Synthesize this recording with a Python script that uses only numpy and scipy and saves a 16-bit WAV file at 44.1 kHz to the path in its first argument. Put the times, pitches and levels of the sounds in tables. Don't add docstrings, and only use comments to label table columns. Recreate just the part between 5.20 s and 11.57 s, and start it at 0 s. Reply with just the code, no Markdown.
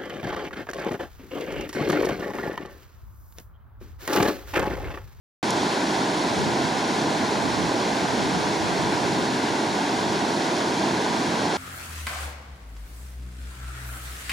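import sys
import numpy as np
from scipy import signal
from scipy.fft import rfft, irfft, next_fast_len
from scipy.io import wavfile
from scipy.ndimage import uniform_filter1d

SR = 44100
rng = np.random.default_rng(int(sys.argv[2]) if len(sys.argv) > 2 else 0)


def waveform_to_disk(signal):
    frames = np.transpose(np.atleast_2d(signal))
    scaled = np.clip(frames, -1, 1) * 32767
    samples = np.round(scaled).astype(np.int16)
    wavfile.write(sys.argv[1], SR, samples)


N = 280917
TIME = np.arange(N) / SR
START_S = 0.2283
CROSSOVER_HZ = 1270


def from_db(db):
    return 10 ** (np.asarray(db) / 20)


def unit_rms(x):
    return x / np.sqrt(np.mean(x ** 2) + 1e-20)


def in_time(points):
    return np.interp(TIME, *np.transpose(points))


def at_hz(points, hz):
    centres, values = np.transpose(points)
    return np.interp(np.log(hz), np.log(centres), values)


def to_bins(x):
    size = next_fast_len(N, True)
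    return np.maximum(np.fft.rfftfreq(size, 1 / SR), 1), rfft(x, size)


def to_samples(bins):
    return irfft(bins, next_fast_len(N, True))[..., :N]


def lowpass_gain(hz, edge_hz, order):
    return 1 / np.sqrt(1 + (hz / edge_hz) ** (2 * order))


def butterworth(x, edge_hz, kind, order=8):
    return signal.sosfilt(signal.butter(order, edge_hz, kind, fs=SR, output="sos"), x)


def drift(rate_hz):
    step, warm_up = 40, 2000
    pole = np.exp(-2 * np.pi * rate_hz * step / SR)
    noise = rng.standard_normal(N // step + warm_up + 2)
    slow = signal.lfilter([1], [1, -2 * pole, pole * pole], noise)[warm_up:]
    return np.interp(np.arange(N) / step, np.arange(len(slow)), unit_rms(slow))


def evened(x, window):
    power = uniform_filter1d(uniform_filter1d(np.mean(x ** 2, axis=0), window), window)
    return x * np.sqrt(np.mean(power) / (power + 1e-20))


def resonator(force, hz, radius):
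    angle = 2 * np.pi * hz / SR
    return signal.lfilter([1, 0, -1], [1, -2 * radius * np.cos(angle), radius ** 2], force + 1e-18)


def impacts(per_s, spread_db):
    sizes = from_db(spread_db * np.minimum(rng.exponential(1, N), 4))
    return unit_rms(sizes * rng.choice([-1, 1], N) * (rng.random(N) < per_s / SR))


def bubbles(low_hz, high_hz, per_s, cycles, spread_db, sizes):
    cloud = np.zeros(N)
    for hz in np.geomspace(low_hz, high_hz, sizes):
        radius = from_db(-60 * hz / (cycles * SR))
        ringing = resonator(impacts(per_s / sizes, spread_db), hz, radius)
        cloud += np.sqrt(hz) * unit_rms(ringing)
    return unit_rms(cloud)


# (crest time [s], crest level [dB], decay time [s])
GUST_CRESTS = [(0.52, -48, 0.2), (1.24, -31, 0.67), (1.95, -33, 0.35), (2.32, -34.5, 0.64),
               (2.95, -30, 0.98), (3.6, -33, 0.27), (4.92, -34, 0.11), (5.95, -41, 0.13)]

def gust_envelope(rise_s=0.12, lull_db=-43.5):
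    power = from_db(lull_db) ** 2
    for crest_s, db, decay_s in GUST_CRESTS:
        age = TIME - crest_s
        shape = np.exp(-(np.minimum(age, 0) / rise_s) ** 2 - np.maximum(age, 0) / decay_s)
        power = power + (from_db(db) * shape) ** 2
    return np.sqrt(power)


# (frequency [Hz], relative spectral level [dB])
EDDY_SPECTRUM = [(22, -38), (42, -19), (97, -5.5), (157, 0), (259, -2.5), (419, -10)]

def breeze(lump_db=3.5, top_hz=400, shared_db=-1.5):
    hz, white = to_bins(rng.standard_normal((2, N)) + from_db(shared_db) * rng.standard_normal(N))
    eddies = to_samples(white * from_db(at_hz(EDDY_SPECTRUM, hz)) * lowpass_gain(hz, top_hz, order=4))
    lumps = from_db(lump_db * np.array([drift(11), drift(9.5)]))
    return unit_rms(eddies * lumps) * gust_envelope()


# (time [s], excitation level [dB])
TICK_SNAPS = [(0.3060, -14.5), (0.3076, -20), (0.3079, -23)]
# (frequency [Hz], bandwidth [Hz], gain [dB])
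TICK_MODES = [(3800, 1400, -16), (5500, 850, 1.5), (6960, 500, -12), (10000, 1100, -7), (12100, 700, -21)]

def tick(top_hz=11500):
    snaps = np.zeros(N)
    for time_s, db in TICK_SNAPS:
        snaps[int(time_s * SR)] = from_db(db)
    crack = np.zeros(N)
    for hz, width_hz, db in TICK_MODES:
        crack += from_db(db) * resonator(snaps, hz, radius=np.exp(-np.pi * width_hz / SR)) / 2
    return butterworth(crack, top_hz, "low", order=6)


# (frequency [Hz], bandwidth [Hz], gain [dB])
HOUSING_MODES = [(423, 50, 1.0), (997, 70, 2), (2990, 130, -2.5), (3300, 410, 1.7), (4400, 300, 1.3),
                 (4720, 130, -2.5), (6200, 280, -1.5)]

def housing_gain(hz):
    return from_db(sum(db / (1 + (2 * (hz - centre) / width) ** 2) for centre, width, db in HOUSING_MODES))


# (frequency [Hz], coherence [0-1])
PORT_COHERENCE = [(101, 1), (283, 1.0), (959, 0.68), (1300, 0.72), (1420, 0), (1550, 0.72), (2250, 0.76),
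                  (2400, 0.51), (3630, 0.89), (7300, 0.8), (9080, 0.38), (13700, 0.14)]
# (frequency [Hz], left minus right [dB])
PORT_LEVEL_GAP = [(101, -1.5), (477, 0.0), (509, -2.5), (607, -7.5), (823, -5.5), (980, -0.5), (1140, -3.5),
                  (1220, -5.5), (1420, 15), (1690, 4.5), (1890, 0.5), (2400, -3.5), (3190, -0.2),
                  (13700, -2.5)]
# (frequency [Hz], lead of the left [rad])
PORT_LEAD = [(302, -0.02), (428, -0.13), (521, -0.56), (788, 0.19), (918, -0.01), (1390, -3.47),
             (1450, -5.69), (1810, -6.42), (2350, -6.35), (2680, -5.88), (6990, -6.41)]

def at_ports(source, spectrum):
    hz, (direct, diffuse) = to_bins(np.array([source, rng.standard_normal(N)]))
    side = np.array([[1], [-1]])
    coherence = np.clip(at_hz(PORT_COHERENCE, hz), 0, .995)
    pair = np.sqrt(1 + coherence) * direct + np.sqrt(1 - coherence) * diffuse * side
    balance = from_db(side * at_hz(PORT_LEVEL_GAP, hz) / 2)
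    balance /= np.sqrt(np.mean(balance ** 2, axis=0))
    phase = np.exp(.5j * side * at_hz(PORT_LEAD, hz))
    colour = housing_gain(hz) * from_db(at_hz(spectrum, hz))
    return unit_rms(to_samples(pair * balance * phase * colour))


# (frequency [Hz], relative spectral level [dB])
HISS_SPECTRUM = [(1270, -11), (1520, -10.5), (1850, -16), (2060, -15.5), (2730, -20), (4320, -18.5),
                 (4720, -21), (5380, -21), (6990, -25.5), (8140, -32), (10100, -33.3), (12300, -45),
                 (14400, -54), (15000, -60.5)]

def spray(level_db=-30.5, drop_db=-10.0, fizz_db=-11.0, flutter_db=0.38, excess_db=1, settle_s=0.64):
    drops = impacts(per_s=5000, spread_db=2.5)
    fizz = bubbles(low_hz=1270, high_hz=9660, per_s=2500, cycles=24, spread_db=1.5, sizes=28)
    sheet = unit_rms(rng.standard_normal(N) + from_db(drop_db) * drops + from_db(fizz_db) * fizz)
    hiss = unit_rms(butterworth(at_ports(sheet, HISS_SPECTRUM), CROSSOVER_HZ, "high"))
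    settling_db = excess_db * np.exp(-(TIME - START_S) / settle_s)
    return hiss * from_db(level_db + settling_db + flutter_db * drift(rate_hz=13.0))


# (frequency [Hz], relative spectral level [dB])
ROAR_SPECTRUM = [(22, -36.8), (28, -36.5), (40, -31), (73, -17), (125, -5.5), (175, -3.5), (315, 0.4),
                 (419, -3.5), (530, -8), (610, -5.5), (740, -4), (850, -4.5), (980, -5.5), (1120, -9.5),
                 (1270, -9.5)]
# (time [s], relative level [dB])
DEEP_SURGES = [(0.26, -1.5), (0.38, 1.2), (0.51, -0.5), (0.77, 1), (1.14, -0.6), (1.39, 1), (1.53, -2.5),
               (1.83, 1.3), (2.35, -2.3), (2.58, 1.5), (2.71, -1.1), (2.99, 1.0), (3.34, -1.2), (4.08, 0.7),
               (4.6, -0.6), (5.23, 0.4), (5.38, -0.4), (5.73, 2), (5.9, -1.5), (6.1, 0.5), (6.34, -1)]
# (time [s], relative level [dB])
FOAM_SWELLS = [(0.26, 0.6), (1.92, -0.4), (2.26, 0.7), (2.88, -0.9), (3.8, 0.4), (4.19, -1.7), (4.49, 0.5),
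               (5.16, -1), (5.7, 0.6), (6.15, 0), (6.34, 0.8)]

def plunge(level_db=-24.5, near_db=-11.5, churn_db=-0.07, deep_top_hz=470, foam_bottom_hz=710):
    near = bubbles(low_hz=179.0, high_hz=1177, per_s=3000, cycles=19.5, spread_db=0.9, sizes=30)
    pool = unit_rms(rng.standard_normal(N) + from_db(near_db) * near)
    roar = unit_rms(butterworth(at_ports(pool, ROAR_SPECTRUM), CROSSOVER_HZ, "low"))
    hz, bins = to_bins(roar)
    deep = to_samples(bins * lowpass_gain(hz, deep_top_hz, order=6))
    foam = roar - to_samples(bins * lowpass_gain(hz, foam_bottom_hz, order=6))
    middle = roar - deep - foam
    surging = evened(deep, window=SR // 6) * from_db(in_time(DEEP_SURGES))
    swelling = evened(foam, window=SR // 4) * from_db(in_time(FOAM_SWELLS))
    return (surging + middle + swelling) * from_db(level_db + churn_db * drift(rate_hz=19.0))


def scene():
    return plunge() + spray() + breeze() + tick()


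def record(dry, cutoff_hz=15100):
    opened = dry * (TIME >= START_S)
    return signal.sosfilt(signal.ellip(10, .1, 80, cutoff_hz, fs=SR, output="sos"), opened)


dry = scene()
out = record(dry)
waveform_to_disk(out)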